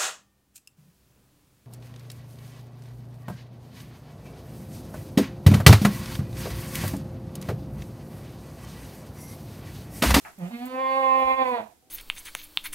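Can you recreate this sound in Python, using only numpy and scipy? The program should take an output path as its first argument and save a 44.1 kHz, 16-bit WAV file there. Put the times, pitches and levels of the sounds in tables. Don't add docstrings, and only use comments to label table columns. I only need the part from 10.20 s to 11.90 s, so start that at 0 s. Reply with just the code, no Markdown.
import sys
import numpy as np
from scipy import signal
from scipy.fft import rfft, irfft, next_fast_len
from scipy.io import wavfile
from scipy.ndimage import map_coordinates

SR = 44100
rng = np.random.default_rng(int(sys.argv[2]) if len(sys.argv) > 2 else 0)


def attenuation_scalar(level_db):
    decades = np.asarray(level_db, float) / 20
    return 10 ** decades


def dump_mix(stems):
    frames = np.atleast_2d(stems).T
    limited = np.clip(frames, -1, 1)
    pcm = np.round(limited * 32767).astype(np.int16)
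    wavfile.write(sys.argv[1], SR, pcm)


N = 74970


def unit(x):
    return x / np.sqrt(np.mean(x ** 2) + 1e-20)


def along(points, hz):
    f, v = np.transpose(points)
    return np.interp(np.log(hz + 1), np.log(f + 1), v)


def curves(rows):
    s, *cols = np.transpose(rows)
    return [np.interp(np.arange(N) / SR, s, c) for c in cols]


def wobble(rate):
    return map_coordinates(rng.standard_normal(200), [np.arange(N) * min(rate, 100) / SR])


def bump(s, width):
    return np.exp(-((np.arange(N) / SR - s) / width) ** 2)


def filtered(x, response):
    m = next_fast_len(N + SR // 2)
    spectrum = rfft(x, m)
    return irfft(spectrum * response(np.fft.rfftfreq(m, 1 / SR)), m)[..., :N]


def hiss(spectrum, alike):
    common, *own = rng.standard_normal((3, N))
    share = np.clip(alike, 0, 1)
    both = np.sqrt(share) * common + np.sqrt(1 - share) * np.array(own)
    return unit(filtered(both, lambda hz: attenuation_scalar(along(spectrum, hz))))


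def bursts(rows, t60, rise):
    start, level_db = np.array(rows)[:, :1], np.array(rows)[:, 1:2]
    since = np.clip(np.arange(N) / SR - start, 0, None)
    return (attenuation_scalar(level_db - 60 * since / t60) * (1 - np.exp(-since / rise))).sum(0)


# f/Hz, level/dB
AIR_COLOUR = [(35, -54), (60, 3.5), (400, 7.5), (850, -42), (1300, -10), (3500, -13.5), (15000, -14.5)]


def air():
    rumble_colour = [(25, -24.5), (45, -15), (70, -4.5), (130, -16), (250, -19), (400, -120)]
    rumble = attenuation_scalar(-75 + 1.1 * wobble(3.3)) * hiss(rumble_colour, 1.0)
    return rumble + attenuation_scalar(-66.5 + wobble(3.2)) * hiss(AIR_COLOUR, 0.44)


# t/s, level/dB
HAY_STIRRING = [(0.0, -55), (0.08, -54.5), (.15, -59), (0.25, -54.5), (.45, -57), (0.686, -56.5),
                (.95, -56.5), (1.1, -53), (1.2, -57.5), (1.29, -54.5), (1.4, -59.5), (1.5, -66), (1.7, -67)]
# f/Hz, level/dB
HAY_COLOUR = [(200, 10.5), (900, 4), (2500, 1.5), (4500, 1), (8200, 2.5), (10400, 1), (12200, 3),
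              (15500, -4)]
# t/s, level/dB, width/s
RASP_SWELLS = [(0.399, -64.5, 0.13), (.54, -68, 0.016), (0.689, -66.5, 0.03), (.85, -84, 0.22),
               (0.999, -57.5, 0.022), (1.106, -63.5, 0.03), (1.21, -63, 0.014), (1.33, -72, 0.045)]
# t/s, level/dB
STRAW_TICKS = [(.187, -46), (.4555, -39), (.461, -40), (.467, -44), (.473, -46), (.481, -50), (1.28, -50),
               (1.29, -53), (1.475, -56)]
# f/Hz, level/dB
STRAW_COLOUR = [(4500, -40), (6000, -16), (7500, -5), (9500, -9), (13000, 0), (15000, -4), (16500, -10)]


def hay():
    stir_db, = curves(HAY_STIRRING)
    uneven_db = wobble(11.9) + [[-1.2], [1.2]]
    bed = attenuation_scalar(stir_db + uneven_db) * hiss(HAY_COLOUR, 0.038)

    voice_phase = 2 * np.pi * np.cumsum(curves(BLEAT)[0]) / SR
    pulsing = (1 + np.cos(voice_phase)) ** 2 / 2
    swells = sum(attenuation_scalar(level_db) * bump(s, width) for s, level_db, width in RASP_SWELLS)
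    rasp = hiss([(9000, -52.5), (11500, -5), (12500, 10), (13500, -31), (15500, -33)], 0.4)

    ticks = bursts(STRAW_TICKS, t60=0.016, rise=0.0003) * hiss(STRAW_COLOUR, 0.6)
    return bed + swells * pulsing * rasp + ticks


# t/s, level/dB
BOARD_KNOCKS = [(.047, -41), (.058, -46.5), (.072, -70), (.088, -68)]
# f/Hz, level/dB
BOARD_COLOUR = [(340, -16.5), (500, -22), (650, 0), (850, 3), (1080, -6), (1350, 1), (1700, -6),
                (4000, -39)]
# f/Hz, level/dB
SCRAPE_COLOUR = [(500, -30), (800, -4), (1500, -3), (1850, 0), (2300, 0), (2700, -5), (3300, -30)]


def scuffed_board():
    wood = bursts(BOARD_KNOCKS, t60=0.19, rise=0.005) * hiss(BOARD_COLOUR, 0.29)
    scrape = bursts([(0.047, -43)], t60=0.22, rise=0.0021) * hiss(SCRAPE_COLOUR, 0.39)
    return wood + scrape


# t/s, level/dB
HOOF_THUDS = [(0.252, -55), (1.041, -40), (1.065, -73), (1.122, -47), (1.389, -82)]


def hooves():
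    floor_hz, swell_s = 55.5, 0.013
    start, level_db = np.array(HOOF_THUDS)[:, :1], np.array(HOOF_THUDS)[:, 1:]
    since = np.clip(np.arange(N) / SR - start, 0, None)
    swell = since / swell_s * np.exp(-since / swell_s)
    thuds = attenuation_scalar(level_db + 4.5) * swell * np.sin(2 * np.pi * floor_hz * since)
    return thuds.sum(0) * attenuation_scalar([[-1.5], [1.5]])


# f/Hz, time to fall 60 dB/s
WALL_DECAY = [(200, .3), (700, .3), (1500, .24), (10000, .16)]


def shed(x):
    hz, t, z = signal.stft(rng.standard_normal((2, SR // 2)), SR, nperseg=256)
    fade = attenuation_scalar(-60 * t / along(WALL_DECAY, hz)[:, None])
    tail = signal.istft(z * fade, SR, nperseg=256)[1]
    late = np.pad(x, (250, 0))[None]
    return signal.fftconvolve(late, tail / np.linalg.norm(tail[0]), axes=1)[:, :N]


# f/Hz, level/dB
CLOSED_MOUTH = [(170, 14), (260, 1), (450, -18), (740, -7), (1000, -22), (1300, -26), (2100, -23.5),
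                (5000, -31)]
# f/Hz, level/dB
OPEN_MOUTH = [(260, -16), (530, -5.5), (790, -7.5), (1060, 0), (1320, -28.5), (2150, -16.5), (3100, -32.5),
              (5000, -44.5)]
# f/Hz, width/Hz, level/dB
THROAT_RINGS = [(2400, 200, 3), (3450, 170, 6), (4500, 200, 7)]


def mouth_db(f, opening):
    wide = np.clip(1.084 * opening, 0, 1)
    closing = 1 - opening
    rings = sum(g_db * np.exp(-((f - c_hz) / w_hz) ** 2) for c_hz, w_hz, g_db in THROAT_RINGS)
    opened = along(OPEN_MOUTH, f * (1 + 0.17 * closing)) - 18.5 * closing * (f > 1400) + rings
    return (1 - wide) * along(CLOSED_MOUTH, f) + wide * opened


# t/s, width/s, f/Hz, cut/dB
NOSE_SHIFTS = [(.6, .1, 785, 9), (.435, .035, 490, 15), (.5, .04, 770, 12), (.568, .014, 780, -9),
               (.235, .045, 530, -12), (.67, .04, 525, 5), (1.17, .06, 785, 6), (1.27, .025, 1030, 6),
               (.35, .03, 2100, -8), (.435, .03, 1230, 8), (1.39, .035, 680, -5), (1.12, .03, 2100, -5)]
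# f/Hz, level/dB
BREATH_COLOUR = [(200, -20), (400, -17), (650, -1), (900, -2), (1300, -18), (2200, -18), (3200, -30),
                 (5000, -42)]


def voice(rows, catches=(), count=21):
    hz, db, opening, hoarse = curves(rows)
    chest_db = np.zeros(N)
    for s, dip_db, width, step, more_db in catches:
        db = db - dip_db * bump(s, width)
        hz = hz * (1 + step * bump(s, 1.56 * width))
        chest_db = chest_db - more_db * bump(s, 0.025)
    opening, hoarse = np.clip(opening, 0, 1), np.clip(hoarse, 0, 1)

    jitter = 0.0025 * wobble(39.9) + 0.038 * hoarse * wobble(100)
    phase = 2 * np.pi * np.cumsum(hz * (1 + jitter)) / SR

    shifts = [(f_hz, cut_db * bump(s, width)) for s, width, f_hz, cut_db in NOSE_SHIFTS]
    gains, tones = [], []
    for k in range(1, count):
        f = k * hz
        nose_db = sum(cut_db * np.exp(-((f - f_hz) / 120) ** 2) for f_hz, cut_db in shifts)
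        top = 1 + (f / 4800) ** 20
        gain = attenuation_scalar(mouth_db(f, opening) - nose_db) / top
        tremble_db = min(np.sqrt(k), 2.6) * (0.8 * wobble(14) + 0.5 * wobble(60.22))
        wave = np.sin(k * phase - 0.23 * k - 0.1381 * k * k)
        gains.append(gain)
        tones.append(gain * attenuation_scalar(tremble_db) * wave)
    buzz = tones[0] * attenuation_scalar(chest_db - 20 * hoarse) + sum(tones[1:])
    limp = 1 + 2.5 * hoarse ** 2 * np.cos(phase / 2)
    buzz = buzz * limp * np.sqrt(2 / (np.array(gains) ** 2).sum(0))

    puffs = rng.standard_normal(N) * (1 + 0.42 * np.cos(phase))
    breath = unit(filtered(puffs, lambda f: attenuation_scalar(along(BREATH_COLOUR, f))
                           / (1 + (120 / (f + 1)) ** 4) / (1 + (f / 5200) ** 8)))
    leak_colour = [(1000, -33), (2200, -10), (4500, -12), (5500, -44)]
    leak = attenuation_scalar(-39) * unit(filtered(puffs, lambda f: attenuation_scalar(along(leak_colour, f))))

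    t = np.arange(N) / SR
    sounding = (t > rows[0][0]) * (t < rows[-1][0])
    strength = attenuation_scalar(db + 7 * hoarse * wobble(90)) * sounding
    return strength * (np.sqrt(1 - hoarse ** 2) * buzz + hoarse * breath + leak)


# t/s, f/Hz, level/dB, mouth opening/0-1, hoarseness/0-1
KID_CALL = [(1.612, 250, -85, .8, .3), (1.63, 251, -61, .8, .35), (1.665, 255, -65, .8, .35),
            (1.7, 256, -71, .8, .5)]


def kid():
    muffling = [(260, 6), (520, -3), (780, 3), (1040, -22), (3000, -36)]
    far = filtered(voice(KID_CALL), lambda hz: attenuation_scalar(along(muffling, hz)))
    return far * attenuation_scalar([[-3], [2]]) + attenuation_scalar(-34.5) * shed(far)


# t/s, f/Hz, level/dB, mouth opening/0-1, hoarseness/0-1
HUM = [(.172, 199.8, -102, 0, 0), (.182, 201.3, -43.5, 0.05, 0.05), (.205, 178, -38.5, 0.25, 0.16),
       (.232, 174.6, -29, 0.03, 0.05), (.265, 175.4, -29, 0, 0.12), (.285, 188.3, -35.5, 0.17, 0.05),
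       (.32, 197, -58, 0.2, 0.1)]
# t/s, f/Hz, level/dB, mouth opening/0-1, hoarseness/0-1
BLEAT = [(.285, 225, -54, 0.26, 0.21), (.305, 235.5, -41.5, 0, 0.3), (.34, 235.6, -32, 0, 0.03),
         (.43, 247.1, -31.5, 0.16, 0.04), (.49, 257.3, -34, 0.15, 0.08), (.56, 259.5, -30.5, 0.61, 0.05),
         (.68, 264.5, -25.5, 0.95, 0.04), (.77, 266.8, -22.5, 1, 0.04), (.91, 263.1, -22.5, 0.95, 0.05),
         (1.02, 262.5, -21.5, 0.85, 0.09), (1.12, 263.4, -20.5, 0.96, 0.08),
         (1.22, 261.6, -21.5, 0.8, 0.09), (1.3, 250, -28.5, 1, 0.03), (1.35, 241.8, -22, 0.46, 0.05),
         (1.39, 224.1, -24.5, 0.17, 0.22), (1.415, 217.7, -34, 0.39, 0.53), (1.447, 221, -46.5, 0, 0.2),
         (1.5, 198, -59.5, 0.33, .5)]
# t/s, dip/dB, width/s, pitch step/share, extra chest tone dip/dB
CATCHES = [(0.388, 2, 0.026, -0.0055, 6.5), (0.51, 0, 0.0149, -0.007, 10.5),
           (0.608, -1, 0.017, 0.0083, 7.5), (1.06, 3.5, 0.021, 0.0016, 0.5), (1.164, 8.5, 0.022, 0.0101, 8),
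           (1.247, 9, 0.0063, -0.018, 3), (1.276, 2, 0.007, -0.0176, 0), (1.368, 3, 0.0018, -0.0053, 28)]
# t/s, pose (-1 lifted, 0 ahead, 1 away)
HEAD_TURN = [(0, 0.55), (.5, 0.093), (.6, -0.36), (.66, -1), (.75, 0.15), (.98, 0), (1.12, 0.67),
             (1.7, -0.044)]
# f/Hz, left over right level/dB, left lead/rad
HEAD_LIFTED = [(260, -4, .2), (530, 11, -1), (790, 0, .5), (1055, -7, 1.6), (1320, 4, 1.6), (1600, -12, 1),
               (1900, -6, .6), (2600, 2, .2)]
# f/Hz, left over right level/dB, left lead/rad
HEAD_AHEAD = [(260, -4, .1), (530, 0, .3), (790, 1, 1.4), (1055, -13, 2.8), (1320, -2, .8), (1600, -8, 1),
              (1900, -5, 1.9), (2600, -3, 1.6)]
# f/Hz, left over right level/dB, left lead/rad
HEAD_AWAY = [(260, -4, .1), (530, -3, 2.5), (790, 0, .9), (1055, -8, 1.6), (1320, -6, .8), (1600, -2, 2),
             (1900, -13, 3), (2600, -10, 2.8)]


def goat():
    call = voice(HUM) + voice(BLEAT, CATCHES)
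    side = np.array([[0.5], [-0.5]])
    turn = np.clip(curves(HEAD_TURN)[0], -1, 1)

    def heard(pose):
        lean, lead = pose[:, :2], pose[:, ::2]
        return filtered(call, lambda hz: attenuation_scalar(side * along(lean, hz)) * np.exp(1j * side * along(lead, hz)))

    direct = 0
    for pose, at in ((HEAD_LIFTED, -1), (HEAD_AHEAD, 0), (HEAD_AWAY, 1)):
        nearness = np.clip(1 - abs(turn - at), 0, 1)
        direct = direct + nearness * heard(np.array(pose))
    answer = filtered(shed(call), lambda hz: 0.1 + 1 / (1 + (500 / (hz + 1)) ** 4))
    return direct + attenuation_scalar(-11 - 13.4 * side) * answer


def scene():
    return goat() + kid() + hay() + scuffed_board() + hooves() + air()


def low_pass(x):
    return signal.sosfilt(signal.butter(12, 16490, fs=SR, output="sos"), x)


def record(dry):
    limited = filtered(dry, lambda hz: 1 / (1 + (hz / 15900) ** 80))
    return low_pass(limited)


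dry = scene()
out = record(dry)
dump_mix(out)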